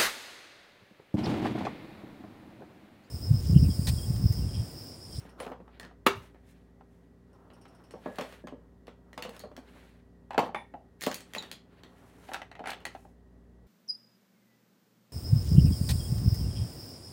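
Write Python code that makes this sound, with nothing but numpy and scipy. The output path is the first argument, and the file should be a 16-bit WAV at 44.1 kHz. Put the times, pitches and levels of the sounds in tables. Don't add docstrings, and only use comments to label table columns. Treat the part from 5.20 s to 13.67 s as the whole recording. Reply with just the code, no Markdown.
import sys
import numpy as np
from scipy import signal
from scipy.fft import rfft, irfft, next_fast_len
from scipy.io import wavfile
from scipy.ndimage import uniform_filter1d, map_coordinates

SR = 44100
rng = np.random.default_rng(int(sys.argv[2]) if len(sys.argv) > 2 else 0)


def generate_wav(signal):
    frames = np.transpose(np.atleast_2d(signal))
    scaled = np.clip(frames, -1, 1) * 32767
    pcm = np.round(scaled).astype(np.int16)
    wavfile.write(sys.argv[1], SR, pcm)


N = 373527
HIT_SAMPLES = 12288

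# start in seconds, main resonance in Hz, level in dB, brightness in dB per octave
CASE_SLAP = [(0.8625, 1150, -42, -0.11), (0.8648, 2800, -29.5, 0.28), (0.8662, 400, -20.0, -0.6),
             (0.871, 2750, -27, 0.31)]
TABLE_KNOCKS = [(0.201, 496, -39.5, 3.5), (0.264, 456, -42.5, 2), (0.317, 700, -42.5, 0),
                (0.401, 430, -54, -2), (2.738, 510, -46.0, -3.7), (2.859, 660, -37, -3),
                (2.985, 594, -34, 3.5), (3.01, 500, -37.5, 5), (3.124, 515, -53, 5.5),
                (3.239, 604, -56.5, -20), (3.271, 920, -47.5, 4.5), (3.323, 500, -49.5, -9.4),
                (3.68, 460, -49.0, 2.2), (3.977, 890, -41.0, 5), (4.05, 513, -42.5, 2),
                (4.078, 580, -49, -5.5), (4.164, 580, -56, 8), (4.237, 616, -45, -3.5),
                (4.315, 586, -55, 0), (4.376, 654, -49.5, -5), (5.179, 734, -23.5, 1.9),
                (5.191, 980, -32.0, 4), (5.229, 576, -40.5, -8.5), (5.868, 554, -29, 0),
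                (6.163, 845, -42.5, 2)]
EDGE_CLICKS = [(0.053, 1830, -56.5, -9), (0.092, 1800, -67, -2), (0.598, 1780, -52.5, 1.7),
               (0.631, 1710, -53, -1.1), (0.65, 1430, -56, -1.4), (1.146, 2120, -60.5, -7.2),
               (2.303, 2920, -59, -5.5), (2.709, 7870, -57.5, -1.6), (2.958, 1870, -68, 4),
               (3.284, 3020, -59, -3), (3.67, 3340, -63.5, 0.5), (3.931, 1930, -58.5, 0.3),
               (4.024, 2740, -46.5, 1.5), (4.093, 1640, -65, 4.4), (4.194, 4230, -64.5, 5.5),
               (4.202, 4160, -56, -1.2), (4.366, 1600, -58.5, 2.5), (5.81, 2313, -66, 7.5),
               (5.818, 2040, -51, 2.5), (5.824, 4740, -59.5, 6.5), (5.837, 4270, -44.5, 2.5),
               (5.865, 1240, -43, 3), (5.915, 1640, -47.5, 2.9), (5.944, 2600, -60.5, 8.5),
               (6.006, 8140, -58.5, 2), (6.136, 1960, -53.5, 2.8), (6.15, 2450, -44, 0.8),
               (6.225, 3620, -51, 0.4), (6.315, 3510, -51.0, 3), (6.635, 3630, -55.5, -1.1),
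               (7.604, 2920, -63.5, -0.5), (7.667, 2160, -51, -1)]
TUBE_TAPS = [(0.478, 1210, -57, -2), (0.711, 1200, -59, -3.5), (1.609, 1190, -56.5, -4.5),
             (2.454, 1300, -56.5, 1.5), (5.107, 990, -40, -0.8), (5.132, 900, -46, -0.5),
             (5.145, 940, -38.5, -2), (5.179, 910, -23, -2.5), (5.29, 800, -44.5, -5.5),
             (5.346, 1154, -32.5, -2.2), (5.539, 784, -42, -6.5), (7.088, 755, -45, -1),
             (7.117, 1910, -40, -4), (7.135, 1410, -47, 7), (7.144, 1560, -36.5, 2.5),
             (7.164, 1220, -44, 1), (7.218, 1950, -43, 1.3), (7.315, 2010, -49.5, 1),
             (7.353, 2050, -49.5, 0), (7.393, 706, -43, -2), (7.404, 710, -43.5, -11),
             (7.44, 1400, -43, -2.5), (7.458, 2100, -40.0, 0.5), (7.472, 1460, -38, 1.5),
             (7.483, 2400, -41.0, -0.5), (7.493, 1580, -40.0, 0), (7.504, 4160, -54.5, 8.5),
             (7.517, 2280, -41, 1), (7.533, 3370, -42.5, 0.8), (7.653, 1940, -41, 5.5),
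             (7.75, 724, -43.5, -2.4), (7.851, 734, -55, -7)]
# resonance in Hz, width in Hz, height in dB.
CASE_BODY = [(235, 56, 6.5), (398, 16, 16.5), (490, 44, 9.5), (650, 12, 5), (900, 57, 10), (1120, 85, 16),
             (1220, 26, 14.5), (1306.5, 110, 16), (1726, 150, 12.5), (2270, 75, 12), (2710, 78, 7),
             (2843, 70, 10.5), (3820, 330, 7.5)]
TABLE_BODY = [(200, 150, 6.8), (258, 20, 11.7), (484, 74, 12.4), (584, 63, 9.5), (750, 130, 5),
              (886, 55, 4.4), (1090, 87, 6.4), (1300, 20, 1.5)]
EDGE_BODY = [(1880, 160, 5.9), (3200, 320, 2.1), (4300, 310, 5), (15300, 610, 1.7)]
TUBE_BODY = [(560, 110, 2.8), (690, 110, 11.3), (796, 130, 15), (900, 78, 2.6), (1333, 71, 8.6),
             (1635, 170, 7.1), (1930, 190, 5.8), (2600, 100, 6.3), (3030, 240, 4.6), (4100, 940, 2.5),
             (6060, 140, 1.7), (7800, 280, 2.5)]
# band centre in Hz, band level in dB relative to the hit.
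SLAP_COLOUR = [(300, -4.5), (950, 0.5), (2700, -3), (9000, -11.5)]
KNOCK_COLOUR = [(300, 2), (950, -2), (2700, -10.5), (9000, -29)]
CLICK_COLOUR = [(300, 2), (950, -1), (2700, 1.5), (9000, -6.5)]
TAP_COLOUR = [(300, -8), (950, -2), (2700, -6), (9000, -22.5)]
# their centres, then their edges, in Hz.
BAND_CENTRES_HZ = [300, 950, 2700, 9000]
BAND_EDGES_HZ = [140, 600, 1500, 5000, 16000]
# frequency in Hz, seconds to fall by 60 dB.
HANDHELD_DECAY = [(200, 0.063), (700, 0.036), (2500, 0.047), (6000, 0.014), (14000, 0.045)]
ROOM_DECAY = [(150, 0.2), (400, 0.25), (1500, 0.25), (4000, .26), (14000, 0.13)]

# start in seconds, strength in dB.
JAR_BLOWS = [(5.346, -40.5), (5.372, -55)]
CAP_BLOWS = [(6.183, -35.5)]
TRINKET_BLOWS = [(.003, -58.5), (.092, -57), (2.13, -69.5), (2.334, -61), (2.413, -59), (2.481, -61.5),
                 (2.548, -63), (2.638, -60.5), (2.709, -56)]
LID_BLOWS = [(2.86, -51.5), (3.24, -61.5)]
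FERRULE_BLOWS = [(.201, -43), (7.472, -47.5), (7.654, -52)]
# pitch in Hz, relative level in dB, seconds to fall by 60 dB.
JAR_MODES = [(1540, -14, 0.23), (1850, -6, 0.31), (2080, 0.5, 0.14), (2210, -4.5, 0.32), (2360, 2, 0.17),
             (3516, -4.5, 0.22), (9430, -18, 0.25)]
CAP_MODES = [(3700, -3.5, 0.28), (3940, 2.5, 0.098), (3920, -8, 0.058), (6907, -9.5, 0.13),
             (7000, -8, 0.057), (13930, -26, 0.107)]
TRINKET_MODES = [(2830, -1, 0.23), (4580, -6, 0.19), (5440, 1.5, 0.27), (5900, -31, .2), (8740, 2.5, 0.094),
                 (9100, -21, 0.084), (10500, -5, 0.14), (12600, -11, 0.12)]
LID_MODES = [(1683, 0.5, 0.47), (1860, -7, 0.19)]
FERRULE_MODES = [(7640, -10, 0.044), (9680, -0.5, 0.086)]

# peak time, rise and fall in seconds,
# level in dB, hiss in dB relative to that level.
ARM_SWEEPS = [(0.0, .02, 0.086, -62, -7.5), (1.04, 0.054, 0.066, -64, -10), (1.329, 0.17, 0.16, -77, -7.5),
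              (1.729, .06, .15, -83, -2.5), (2.55, 0.38, 0.18, -77.5, -12), (2.89, 0.15, 0.15, -66, -9),
              (3.1, 0.14, 0.094, -59.5, -7), (4.15, 0.027, 0.023, -58.5, -7.5),
              (4.59, 0.16, 0.16, -64, -10), (5.255, 0.044, 0.033, -56, -12),
              (5.99, 0.033, 0.033, -65.5, -13), (6.23, 0.14, 0.082, -60.5, -8.5),
              (6.59, 0.087, 0.033, -68.5, -19), (6.87, 0.18, 0.22, -71, -3.5),
              (7.11, 0.1, 0.077, -62.5, -6), (7.6, 0.054, 0.046, -71, -23), (7.78, 0.1, 0.12, -78, 4.5)]
# peak time, rise and fall in seconds,
# level in dB.
DRAGS = [(.09, 0.11, 0.079, -60), (.28, 0.078, 0.045, -44.5), (.52, 0.11, 0.13, -66),
         (2.18, 0.077, 0.45, -63), (2.57, 0.072, 0.16, -65), (2.89, 0.049, .03, -53),
         (3.42, 0.025, 0.11, -74), (4.25, 0.38, 0.25, -64), (6.23, 0.025, 0.025, -54),
         (6.75, 0.28, 0.6, -64), (7.57, .1, 0.14, -60)]
# peak time and half length in seconds, swish in dB, hiss in dB.
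FINGER_SLIDES = [(0.197, 0.0062, -63, -79), (0.232, 0.034, -53.5, -63), (0.557, 0.044, -66.5, -96),
                 (1.038, 0.036, -77, -70), (1.299, 0.034, -69.5, -70.5), (5.838, 0.022, -47, -52),
                 (7.501, 0.031, -45, -56)]
# peak time in seconds, level in dB.
AIR_PUFFS = [(0.876, -51), (.96, -46)]
# frequency in Hz, relative spectral density in dB.
SCRAPE_SPECTRUM = [(150, -29), (300, 1), (750, -2.5), (1400, -6.5), (2500, -38)]
SWISH_SPECTRUM = [(900, -24.5), (1600, 5), (3000, -1.5), (4400, -5.5), (6500, -31)]
HISS_SPECTRUM = [(3500, -28), (5200, 5.5), (10000, 4.5), (15500, -2)]
PUFF_SPECTRUM = [(45, -31.5), (70, -1.5), (130, -2), (220, -15.5), (500, -42)]
AIR_SPECTRUM = [(30, -48), (46, -30.5), (72, 1.5), (100, 1), (150, -4.5), (280, -0.5), (330, -9.5),
                (460, -7), (950, -19.5), (1400, -24.5), (1900, -24.5), (2300, -33), (5000, -37.5),
                (16000, -46)]

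# time in seconds, level in dB.
MAINS_LEVELS = [(0.1, -58.5), (1.1, -60), (2.4, -66), (3.4, -60.5), (5.2, -62), (6.25, -68), (7.4, -64),
                (8.15, -58.5)]
# pitch in Hz, level in dB.
HUM_TONES = [(95, -73.5), (118, -70.5), (176.5, -65.5), (241, -69.5), (275, -73), (394, -70.5), (1920, -85)]

PIVOT_HZ, BASS_OCTAVES = 943, .7
FOCUS_DB = 5
LEVEL_SPAN_S = .01
CEILING_DELAY_S = .0115
MAINS_HZ, TOP_HZ = 58.6, 16000


def contacts(hits, body_modes, band_colour, *, snap, decay_scale, room_db, echo_db,
             main_db, main_q, low_hz, top_db):
    track, t = np.zeros(N), np.arange(HIT_SAMPLES) / SR
    hz = np.fft.rfftfreq(HIT_SAMPLES, 1 / SR)
    peaks = sum(resonance(hz, *mode) for mode in body_modes)
    body = np.sqrt((1 + peaks) / (1 + (low_hz / (hz + 1)) ** 8))
    body *= amp(along([(8000, 0.002), (15000, top_db)], hz))
    ceiling_gain = amp(echo_db + along([(3000, -1.5), (12000, -12)], hz))
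    ceiling = ceiling_gain * np.exp(-2j * np.pi * hz * CEILING_DELAY_S)
    centres = np.array(BAND_CENTRES_HZ)
    octaves = np.maximum(np.log2(centres / PIVOT_HZ), -BASS_OCTAVES)
    for start, main_hz, db, brightness in hits:
        crack = rng.standard_normal(HIT_SAMPLES) * np.exp(-t / 0.00041)
        chatter = noise_tail(HANDHELD_DECAY, decay_scale) * (1 - np.exp(-t / .001))
        direct = snap * crack / np.linalg.norm(crack) + chatter
        walls = noise_tail(ROOM_DECAY) * (1 - np.exp(-t / .004))
        near_delays = rng.uniform(.0003, .0018, (2, 1))
        comb = 1 + .5 * np.exp(-2j * np.pi * hz * near_delays).sum(axis=0)
        blow = comb * (rfft(direct) * (1 + ceiling) + amp(room_db) * rfft(walls))
        lumps = np.abs(uniform_filter1d(np.abs(blow) ** 2, size=56)) + 1e-9
        evening = lumps ** (-.5 * along([(1500, 1), (5000, 0)], hz))
        main_peak = np.sqrt(1.5 + resonance(hz, main_hz, main_hz / main_q, main_db))
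        focus = FOCUS_DB * np.exp(-np.log2(centres / main_hz) ** 2)
        band_db = db + along(band_colour, centres) + brightness * octaves + focus
        gain = balance_bands(blow, evening * body * main_peak, band_db, hz)
        add(track, start, irfft(blow * minimum_phase(gain)))
    return track


def ringing(blows, modes, blur, gain_db, blur_samples=300):
    track, t = np.zeros(N), np.arange(HIT_SAMPLES) / SR
    for start, blow_db in blows:
        for hz, mode_db, t60 in modes:
            scatter = unit(uniform_filter1d(rng.standard_normal((2, HIT_SAMPLES)), size=blur_samples))
            phase = 2 * np.pi * (hz * t + rng.random())
            tone = np.sin(phase) * (1 + blur * scatter[0]) + np.cos(phase) * blur * scatter[1]
            onset_db = gain_db + blow_db + mode_db + rng.normal(0, 1.5)
            envelope = amp(onset_db - 60 * t / t60) * (1 - np.exp(-t / .0005))
            add(track, start, tone * envelope)
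    return track


def rustle():
    sweeps = [(amp(db) * swell(s, rise, fall), amp(hiss_db)) for s, rise, fall, db, hiss_db in ARM_SWEEPS]
    brushing = sum(speed for speed, _ in sweeps)
    hissing = sum(speed * share for speed, share in sweeps)
    dragging = sum(amp(db) * swell(s, rise, fall) for s, rise, fall, db in DRAGS)
    scraping = np.hypot(dragging, brushing)
    scrape = scraping * friction(SCRAPE_SPECTRUM, slips_per_s=200, grain=0.52, flutter_db=2.5)
    swish = brushing * friction(SWISH_SPECTRUM, slips_per_s=270, grain=0.21, flutter_db=2.5)
    hiss = hissing * friction(HISS_SPECTRUM, slips_per_s=960, grain=0.63, flutter_db=-0.9)
    return scrape + swish + hiss


def finger_slides():
    swish = sum(amp(db) * swell(s, half, half) for s, half, db, _ in FINGER_SLIDES)
    hiss = sum(amp(db) * swell(s, half, half) for s, half, _, db in FINGER_SLIDES)
    swish *= friction(SWISH_SPECTRUM, slips_per_s=620, grain=0.67, flutter_db=0)
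    hiss *= friction(HISS_SPECTRUM, slips_per_s=1000, grain=0.72, flutter_db=0.5)
    return swish + hiss


def friction(spectrum, slips_per_s, grain, flutter_db):
    slips = unit((rng.random(N) < slips_per_s / SR) * rng.standard_normal(N))
    rub = coloured(rng.standard_normal(N) + grain * slips, spectrum)
    return amp(flutter_db * wobble(45)) * rub


def air_puffs():
    push = sum(amp(db) * swell(s, rise=0.0082, fall=.045) for s, db in AIR_PUFFS)
    return push * coloured(rng.standard_normal(N), PUFF_SPECTRUM)


def room_tone():
    t, hum = np.arange(N) / SR, np.zeros(N)
    mains_db = np.interp(t, *np.transpose(MAINS_LEVELS))
    for hz, db in [(MAINS_HZ, mains_db)] + HUM_TONES:
        level = amp(db + 0.57 * wobble(4)) * np.sqrt(2)
        hum += level * np.sin(2 * np.pi * hz * t + hz / 200 * wobble(9.1))
    return hum + amp(-62) * coloured(rng.standard_normal(N), AIR_SPECTRUM)


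def balance_bands(blow, colour, band_db, hz):
    bands = [(hz >= lo) & (hz < hi) for lo, hi in zip(BAND_EDGES_HZ, BAND_EDGES_HZ[1:])]
    tilt_db = np.zeros(len(bands))
    for _ in range(3):
        gain = colour * amp(along(np.c_[BAND_CENTRES_HZ, tilt_db], hz))
        power = np.abs(blow * gain) ** 2 * 2 / (HIT_SAMPLES * LEVEL_SPAN_S * SR)
        tilt_db = tilt_db + band_db - 10 * np.log10([power[band].sum() for band in bands])
    return gain


def noise_tail(decay, decay_scale=1):
    hz, t, noise = signal.stft(rng.standard_normal(HIT_SAMPLES), SR, nperseg=128)
    t60 = along(decay, hz)[:, None] * decay_scale
    fading = noise * amp(-60 * t / t60) / np.sqrt(t60)
    tail = signal.istft(fading, SR, nperseg=128)[1][:HIT_SAMPLES]
    return tail / np.linalg.norm(tail)


def resonance(hz, centre, width, db):
    return amp(db) ** 2 / (1 + (2 * (hz - centre) / width) ** 2)


def minimum_phase(gain):
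    cepstrum = irfft(np.log(np.maximum(gain, 1e-6)))
    cepstrum[1:HIT_SAMPLES // 2] *= 2
    cepstrum[HIT_SAMPLES // 2 + 1:] = 0
    return np.exp(rfft(cepstrum))


def swell(peak_s, rise, fall):
    t = np.arange(N) / SR - peak_s
    return np.exp(-np.minimum(np.abs(t) / np.where(t < 0, rise, fall), 10) ** 2)


def wobble(rate):
    knots = np.arange(N) * rate / SR
    coarse = np.linspace(0, knots[-1], 4000)
    heights = rng.standard_normal(int(knots[-1]) + 4)
    return np.interp(knots, coarse, map_coordinates(heights, [coarse]))


def coloured(noise, spectrum):
    size = next_fast_len(N + HIT_SAMPLES)
    gain = amp(along(spectrum, np.fft.rfftfreq(size, 1 / SR)))
    return unit(irfft(rfft(noise, size) * gain, size)[:N])


def along(points, hz):
    point_hz, values = np.transpose(points)
    return np.interp(np.log(hz + 1), np.log(point_hz + 1), values)


def amp(db):
    return 10 ** (np.asarray(db) / 20)


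def unit(x):
    return x / np.sqrt(np.mean(x ** 2) + 1e-20)


def add(track, start_s, sound):
    start = max(round(start_s * SR), 0)
    track[start:start + len(sound)] += sound[:N - start]


def scene():
    hits = contacts(CASE_SLAP, CASE_BODY, SLAP_COLOUR, snap=0.97, decay_scale=0.85,
                    room_db=-5, echo_db=-12.5, main_db=3, main_q=6, low_hz=201, top_db=-2.5)
    hits += contacts(TABLE_KNOCKS, TABLE_BODY, KNOCK_COLOUR, snap=0.15, decay_scale=0.65,
                     room_db=-5.5, echo_db=-7, main_db=4, main_q=6.1, low_hz=163, top_db=-6.5)
    hits += contacts(EDGE_CLICKS, EDGE_BODY, CLICK_COLOUR, snap=0.77, decay_scale=0.35,
                     room_db=-2, echo_db=-6, main_db=10.5, main_q=6.1, low_hz=168.6, top_db=-7)
    hits += contacts(TUBE_TAPS, TUBE_BODY, TAP_COLOUR, snap=0.41, decay_scale=0.68,
                     room_db=-8, echo_db=-6, main_db=10.5, main_q=8.3, low_hz=162, top_db=-9)
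    rings = ringing(JAR_BLOWS, JAR_MODES, blur=0.86, gain_db=-2.5)
    rings += ringing(CAP_BLOWS, CAP_MODES, blur=0.57, gain_db=-1.5)
    rings += ringing(TRINKET_BLOWS, TRINKET_MODES, blur=2.5, gain_db=-19.5, blur_samples=70)
    rings += ringing(LID_BLOWS, LID_MODES, blur=0.18, gain_db=0.5)
    rings += ringing(FERRULE_BLOWS, FERRULE_MODES, blur=1.0, gain_db=-2.5)
    return (hits + rings + rustle() + finger_slides() + air_puffs() + room_tone())[None]


def record(dry):
    size = next_fast_len(N + HIT_SAMPLES)
    hz = np.fft.rfftfreq(size, 1 / SR)
    return irfft(rfft(dry, size) / np.sqrt(1 + (hz / TOP_HZ) ** 160), size)[:, :N]


dry = scene()
out = record(dry)
generate_wav(out)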